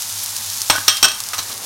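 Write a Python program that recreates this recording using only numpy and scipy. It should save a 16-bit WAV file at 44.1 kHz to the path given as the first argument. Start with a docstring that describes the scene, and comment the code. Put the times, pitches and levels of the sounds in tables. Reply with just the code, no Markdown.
"""Sizzling pan and glass bowls

Sausage slices sizzle in hot fat in a pan on a gas hob, close to a phone: random tiny bursts over a hiss.
Single drops pop, loud and faint, as clicks that ring for a moment, and steam spits in short swells of noise.
Behind the pan a hand stacks two small glass bowls: shaped noise makes the knocks, rattles and scrapes, and
fading sine waves make the glass ring. Steady noise and a wavering low tone make the kitchen's hum."""
import sys
import numpy as np
from scipy import signal
from scipy.fft import rfft, irfft
from scipy.io import wavfile
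from scipy.ndimage import uniform_filter1d

SR = 44100
rng = np.random.default_rng(int(sys.argv[2]) if len(sys.argv) > 2 else 0)


def transcribe(u):
    """Save the signal u as a 16-bit wav file named by the first command-line argument.

    u: samples, shape (n,) or (channels, n), limited to [-1, 1]; the rate is SR.
    q: integer samples, one column per channel.
    """
    v = np.clip(np.atleast_2d(u).T, -1, 1)
    q = np.round(v * 32767).astype(np.int16)
    wavfile.write(sys.argv[1], SR, q)


def ratio(d):
    """dB to gain"""
    e = np.asarray(d, float) / 20
    return 10 ** e


N = 72765  # length in samples

# Loudness of the sizzle's treble before its flicker: start_s, level_db
SIZZLE_LEVEL = [(0.0, -30.5), (0.386, -29), (0.886, -30), (1.034, -33.5), (1.65, -32.5)]
# Tone of the sizzle: pitch_hz, relative level_db (per hertz)
SIZZLE_TONE = [(1060, -43), (1800, -17), (2640, -7), (3440, -2.5), (5960, 1), (6900, 0), (8200, -3.5),
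               (9240, -2), (12400, -4), (16000, -9.5)]
# Centre pitches of the bubble bursts, small bubbles higher: pitch_hz
BUBBLE_PITCHES = [4500, 7000, 10000, 14000]
# Tone of the kitchen's steady noise: pitch_hz, relative level_db (per hertz)
KITCHEN_TONE = [(15, -40), (25, -9), (64, -21), (100, 2), (130, -16.5), (231, -10.5), (338, -21.5),
                (616, -13.5), (939, -5), (3000, -12.5), (3900, -44)]
# Loudness of a low rush at about 300-700 Hz: start_s, level_db
LOW_RUSH = [(0, -68), (1.15, -65), (1.4, -50), (1.65, -42)]
# Single pops of fat, loud and faint: start_s, relative level_db
FAT_POPS = [(.0077, -11), (.0948, -7), (.139, -12), (0.2611, -4.5), (0.3654, 1), (0.3832, -12), (0.47, -19),
            (0.5011, -2.5), (.535, -8), (.5674, -12), (0.6082, -7), (0.6177, 5), (0.6316, -15), (0.69, -11),
            (0.762, -1), (0.9698, -0.5), (1.1166, -17), (1.2036, -0.5), (1.2142, -33), (1.2382, -5),
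            (1.288, -3), (1.3035, -38), (1.476, -22), (1.4932, -15), (1.5052, -17), (1.5185, -18),
            (1.5285, -12), (1.579, -8), (1.429, -13), (1.347, -7), (1.3667, -13), (.4428, -17),
            (.6625, -20), (.2218, -11), (0.1, -9)]
# Ringing of every pop: pitch_hz, width_hz, relative level_db
POP_RINGING = [(6170, 2970, 5), (8730, 3000, 3.5), (12000, 4600, -4)]
# Longer spits of steam: start_s, length_s, level_db, pitch_hz
STEAM_SPITS = [(0.02, 0.004, -18.5, 6400), (0.229, 0.019, -22.5, 12000), (0.963, 0.03, -24, 5000),
               (1.511, 0.021, -27.5, 4440)]
# Knocks of the bowls, and a faint touch (at 0.731 s) that damps the ringing:
# start_s, thud_db, dull_knock_db, bright_rattle_db, fade_s (by 60 dB),
# ring_share (of the free ringing time), ring_1_db, ring_2_db, ring_3_db, ring_4_db (one per overtone)
BOWL_TOUCHES = [(0.6991, -19.5, -4.5, -4, 0.054, 0.55, -38, -19, -14, -14.5),
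                (.731, -52, -34, -38, 0.036, 0.71, -23, -50, -54, -42),
                (.7425, -45, -37, -32, .04, 0.88, -30, -45, -29, -40),
                (0.7543, -33.5, -16.5, -23, 0.015, 0.88, -22.5, -29.5, -47, -48),
                (.779, -26, -15.5, -39, 0.033, 0.78, -29.5, -49, -44, -36),
                (.88, -29.5, -10, 0.5, 0.055, 0.83, -31.5, -15.5, -13, -17.5),
                (1.0278, -24, -11.5, -4, 0.094, 1.0, -34, -12, -9, -10),
                (1.043, -24.5, -15.5, -12, 0.038, .8, -16, -10, -12.5, -17.5),
                (1.053, -63, -14, -13, 0.023, 0.39, -23, -15, -15, -18.5),
                (1.083, -59, -41, -19, 0.086, 0.89, -35, -26, -29, -28),
                (1.116, -50, -39, -20.5, 0.046, 0.61, -46, -35, -33, -27)]
# Scrapes and clatter of a bowl, without ringing:
# start_s, thud_db, dull_knock_db, bright_rattle_db, fade_s (by 60 dB)
SCRAPES = [(1.2027, -57, -37, -30, 0.071), (1.3332, -50, -21, -20.5, 0.1), (1.3815, -44, -27, -18, 0.057),
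           (1.388, -32.5, -25, -16.5, 0.064), (1.495, -37, -31.5, -58, 0.095)]
# Tones of the three parts of a touch or scrape, each: pitch_hz, relative level_db (per hertz)
THUD_TONE = [(20, 11), (60, -16), (100, -9), (250, 5), (450, -3.5), (900, -17.5)]
DULL_TONE = [(300, -27.5), (550, -14.5), (760, -5), (930, -6.5), (1170, 1), (1400, -7), (1650, -4.5),
             (2000, -10.5), (3500, -12.5), (8000, -53)]
BRIGHT_TONE = [(1500, -35), (2300, -7), (2900, -5.5), (3450, -5), (3800, 1.5), (4300, -1.5), (4950, -7.5),
               (5600, 3.5), (6200, -1), (7400, -11.5), (8400, -4.5), (9800, -18.5), (12500, -10),
               (16000, -16)]
# Ringing tones of the glass in four groups, mostly close pairs:
# pitch_hz, relative level_db, free fade_s (by 60 dB)
GLASS_TONES = [
    [(1497, -1, .45), (1630, -4, .2)],
    [(3191, 0, .36), (3260, -8, .15), (2650, -13, .25)],
    [(5500, 2, .22), (5670, -6, .25), (5960, -8, .1)],
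    [(8330, -4, .3), (8460, 0, .3), (12260, -14, .12)],
]


def set_rms(x, db):
    """Scale a sound so that its average strength (rms) is db."""
    return x * ratio(db) / np.sqrt(np.mean(x ** 2))


def colour(x, table):
    """Shape the tone of a sound along a table of pitch_hz and level_db."""
    hz = np.maximum(np.fft.rfftfreq(x.shape[-1], 1 / SR), 1)
    table_hz, table_db = np.array(table, float).T
    gain_db = np.interp(np.log(hz), np.log(table_hz), table_db)
    return irfft(rfft(x) * ratio(gain_db), x.shape[-1])


def band(x, hz, width_hz):
    """Keep mainly the pitches around hz."""
    edges = np.clip([hz - width_hz / 2, hz + width_hz / 2], 50, .45 * SR)
    return signal.sosfilt(signal.butter(1, edges, "band", fs=SR, output="sos"), x)


def walk(rate):
    """Wander smoothly between random values, with a new one rate times a second."""
    k = int(SR / rate)
    steps = rng.standard_normal(N)[np.arange(N) // k]
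    return 1.19 * uniform_filter1d(uniform_filter1d(steps, k), k)


def fall(start, t60):
    """Start suddenly, then fade by 60 dB every t60 seconds."""
    t = np.arange(N) / SR - start
    return (t >= 0) * 1000. ** (-np.maximum(t, 0) / t60)


def level_over_time(table):
    """Join the points of start_s and level_db by straight lines."""
    return np.interp(np.arange(N) / SR, *np.array(table).T)


def sizzle():
    """Tiny bubbles of several sizes burst at random over a hiss; the whole flickers."""
    bursts_per_s, burst_spread_db, burst_top_db = 3000, 3.2, 12
    hiss_db, side_db = 1.5, -26  # hiss against the bursts; side noise before the mix is scaled
    flicker_db, flickers_per_s = 1.2, 40.04
    when, size, sign = rng.random((3, len(BUBBLE_PITCHES), N))
    # most bursts are small, a few are large
    size_db = np.minimum(-burst_spread_db * np.log(size + 1e-9), burst_top_db)
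    happens = when < bursts_per_s / len(BUBBLE_PITCHES) / SR
    clicks = happens * np.sign(sign - .5) * ratio(size_db)
    bursts = sum(band(c, hz, 0.72 * hz) for c, hz in zip(clicks, BUBBLE_PITCHES))
    hiss, side = rng.standard_normal((2, N))
    mid = set_rms(bursts, 0) + ratio(hiss_db) * hiss
    fizz = colour(mid + ratio(side_db) * side * np.array([[1], [-1]]), SIZZLE_TONE)
    fizz = fizz / np.std(band(fizz, 10940, 6900))  # the treble sets the loudness
    return fizz * ratio(level_over_time(SIZZLE_LEVEL) + flicker_db * walk(flickers_per_s))


def kitchen():
    """Gas flame and appliances: a steady noise, a low rush that changes level and a wavering mains hum."""
    noise_db, side_db = -39.5, -24  # side_db is against the middle
    hum_hz, hum_db, waver_db = 100, -57, 5
    mid, side = set_rms(colour(rng.standard_normal((2, N)), KITCHEN_TONE), noise_db)
    hum_level = np.sqrt(2) * ratio(hum_db + waver_db * walk(4))
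    hum = hum_level * np.sin(2 * np.pi * hum_hz * np.arange(N) / SR)
    rush = set_rms(band(rng.standard_normal(N), 500, 400), 0) * ratio(level_over_time(LOW_RUSH))
    return mid + rush + hum + ratio(side_db) * side * np.array([[1], [-1]])


def pops():
    """Each pop is a click that rings for a few cycles and leaves a short spray of noise."""
    spray_db, spray_t60_s = -21.5, .03  # spray_db is added to the pop's own level
    clicks, spray = np.zeros(N), np.zeros(N)
    for start, db in FAT_POPS:
        clicks[int(start * SR)] -= ratio(db)
        spray += ratio(db + spray_db) * fall(start, spray_t60_s)
    push = clicks * 2 + spray * rng.standard_normal(N)
    return sum(ratio(db) * band(band(push, hz, 2 * width), hz, width) for hz, width, db in POP_RINGING)


def spits():
    """Steam escapes in short swells of hiss."""
    t, noise = np.arange(N) / SR, rng.standard_normal(N)
    out = np.zeros(N)
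    for start, length, db, hz in STEAM_SPITS:
        half = length / 2
        swell = np.exp(-((t - start - half) / half) ** 2)
        out += set_rms(band(noise, hz, 0.78 * hz), db) * swell
    return out


def knocks_and_scrapes():
    """Fading bursts of rough noise: thuds, dull knocks and rattles of quick bounces (mid, side)."""
    bounces_per_s, bounce_db = 600, 2.5
    rough = ratio(bounce_db * walk(bounces_per_s))
    parts = np.array([set_rms(colour(rng.standard_normal((2, N)) * rough, tone), 0)
                      for tone in (THUD_TONE, DULL_TONE, BRIGHT_TONE)])
    out = np.zeros((2, N))
    for start, *part_db, t60 in [row[:5] for row in BOWL_TOUCHES] + SCRAPES:
        out += fall(start, t60) * np.tensordot(ratio(part_db), parts, axes=1)
    return out


def worktop():
    """At each touch of the bowls the worktop sounds a low tone that fades."""
    hz, tone_db, t60_s = 98.1, -14.5, 0.66  # tone_db is added to the touch's thud_db
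    t = np.arange(N) / SR
    return sum(ratio(thud_db + tone_db) * fall(start, t60_s) * np.sin(2 * np.pi * hz * (t - start))
               for start, thud_db, *_ in BOWL_TOUCHES)


def glass_ring():
    """The glass rings unevenly in several tones until the next touch stops it (mid, side)."""
    touch_t60_s, chatter_per_s, chatter_db = 0.0059, 150, 3.5
    t = np.arange(N) / SR
    # each ring is free until the next touch, then fades quickly; the last stays free
    free = [np.where(t < row[0], 1, fall(row[0], touch_t60_s)) for row in BOWL_TOUCHES[1:]] + [1]
    out = np.zeros((2, N))
    for overtone, tones in enumerate(GLASS_TONES):
        for hz, db, t60 in tones:
            swing = 0
            for row, undamped in zip(BOWL_TOUCHES, free):
                start, share, ring_db = row[0], row[5], row[6 + overtone]
                from_zero = np.exp(-2j * np.pi * hz * start)  # the mid wave starts at zero
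                swing = swing + ratio(ring_db) * fall(start, t60 * share) * undamped * from_zero
            # the side wave gets a random phase
            turn = np.exp(2j * np.pi * (hz * t + np.array([[0], [1]]) * rng.random()))
            uneven = ratio(db + chatter_db * walk(chatter_per_s))
            out += (uneven * swing * turn).imag
    return out


def bowls():
    """Touching bowls knock, scrape, shake the worktop and ring (mid, and a weaker side)."""
    side_db = -16
    return (knocks_and_scrapes() + worktop() + glass_ring()) * ratio(np.array([[0], [side_db]]))


def room(x):
    """Tiled walls answer with a short fading tail, slightly different at each side."""
    tail_db, t60_s, delay_s, side_db = -13, 0.32, 0.0042, -24
    tail = rng.standard_normal((2, N)) * fall(delay_s, t60_s)
    tail = signal.lfilter(*signal.butter(1, [300, 5000], "band", fs=SR), tail)
    tail = tail / np.sqrt((tail ** 2).sum(axis=1, keepdims=True)) * ratio(np.array([[0], [side_db]]))
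    mid, side = signal.fftconvolve(tail, x[None], axes=1)[:, :N] * ratio(tail_db)
    return np.array([mid + side, mid - side])


def scene():
    """Pan in front, bowls turned up slightly on the right, kitchen around."""
    right_over_left_db = 1.2
    mid, side = bowls()
    balance = ratio(np.array([[-right_over_left_db], [right_over_left_db]]) / 2)
    glass = np.array([mid + side, mid - side]) * balance
    return sizzle() + pops() + spits() + glass + room(mid) + kitchen()


def band_limit(x):
    """A steep low-pass at the top of the band."""
    return signal.sosfilt(signal.butter(12, 16130, fs=SR, output="sos"), x)


def record(dry):
    """The phone squeezes loud peaks towards full scale and cuts the top above 16 kHz."""
    sharpness = 3.07  # higher bends more abruptly
    x = dry / (1 + np.abs(dry) ** sharpness) ** (1 / sharpness)
    x = signal.sosfilt(signal.ellip(8, .2, 70, 16000, fs=SR, output="sos"), x)
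    return band_limit(np.clip(x, -1, 1))


dry = scene()
out = record(dry)
transcribe(out)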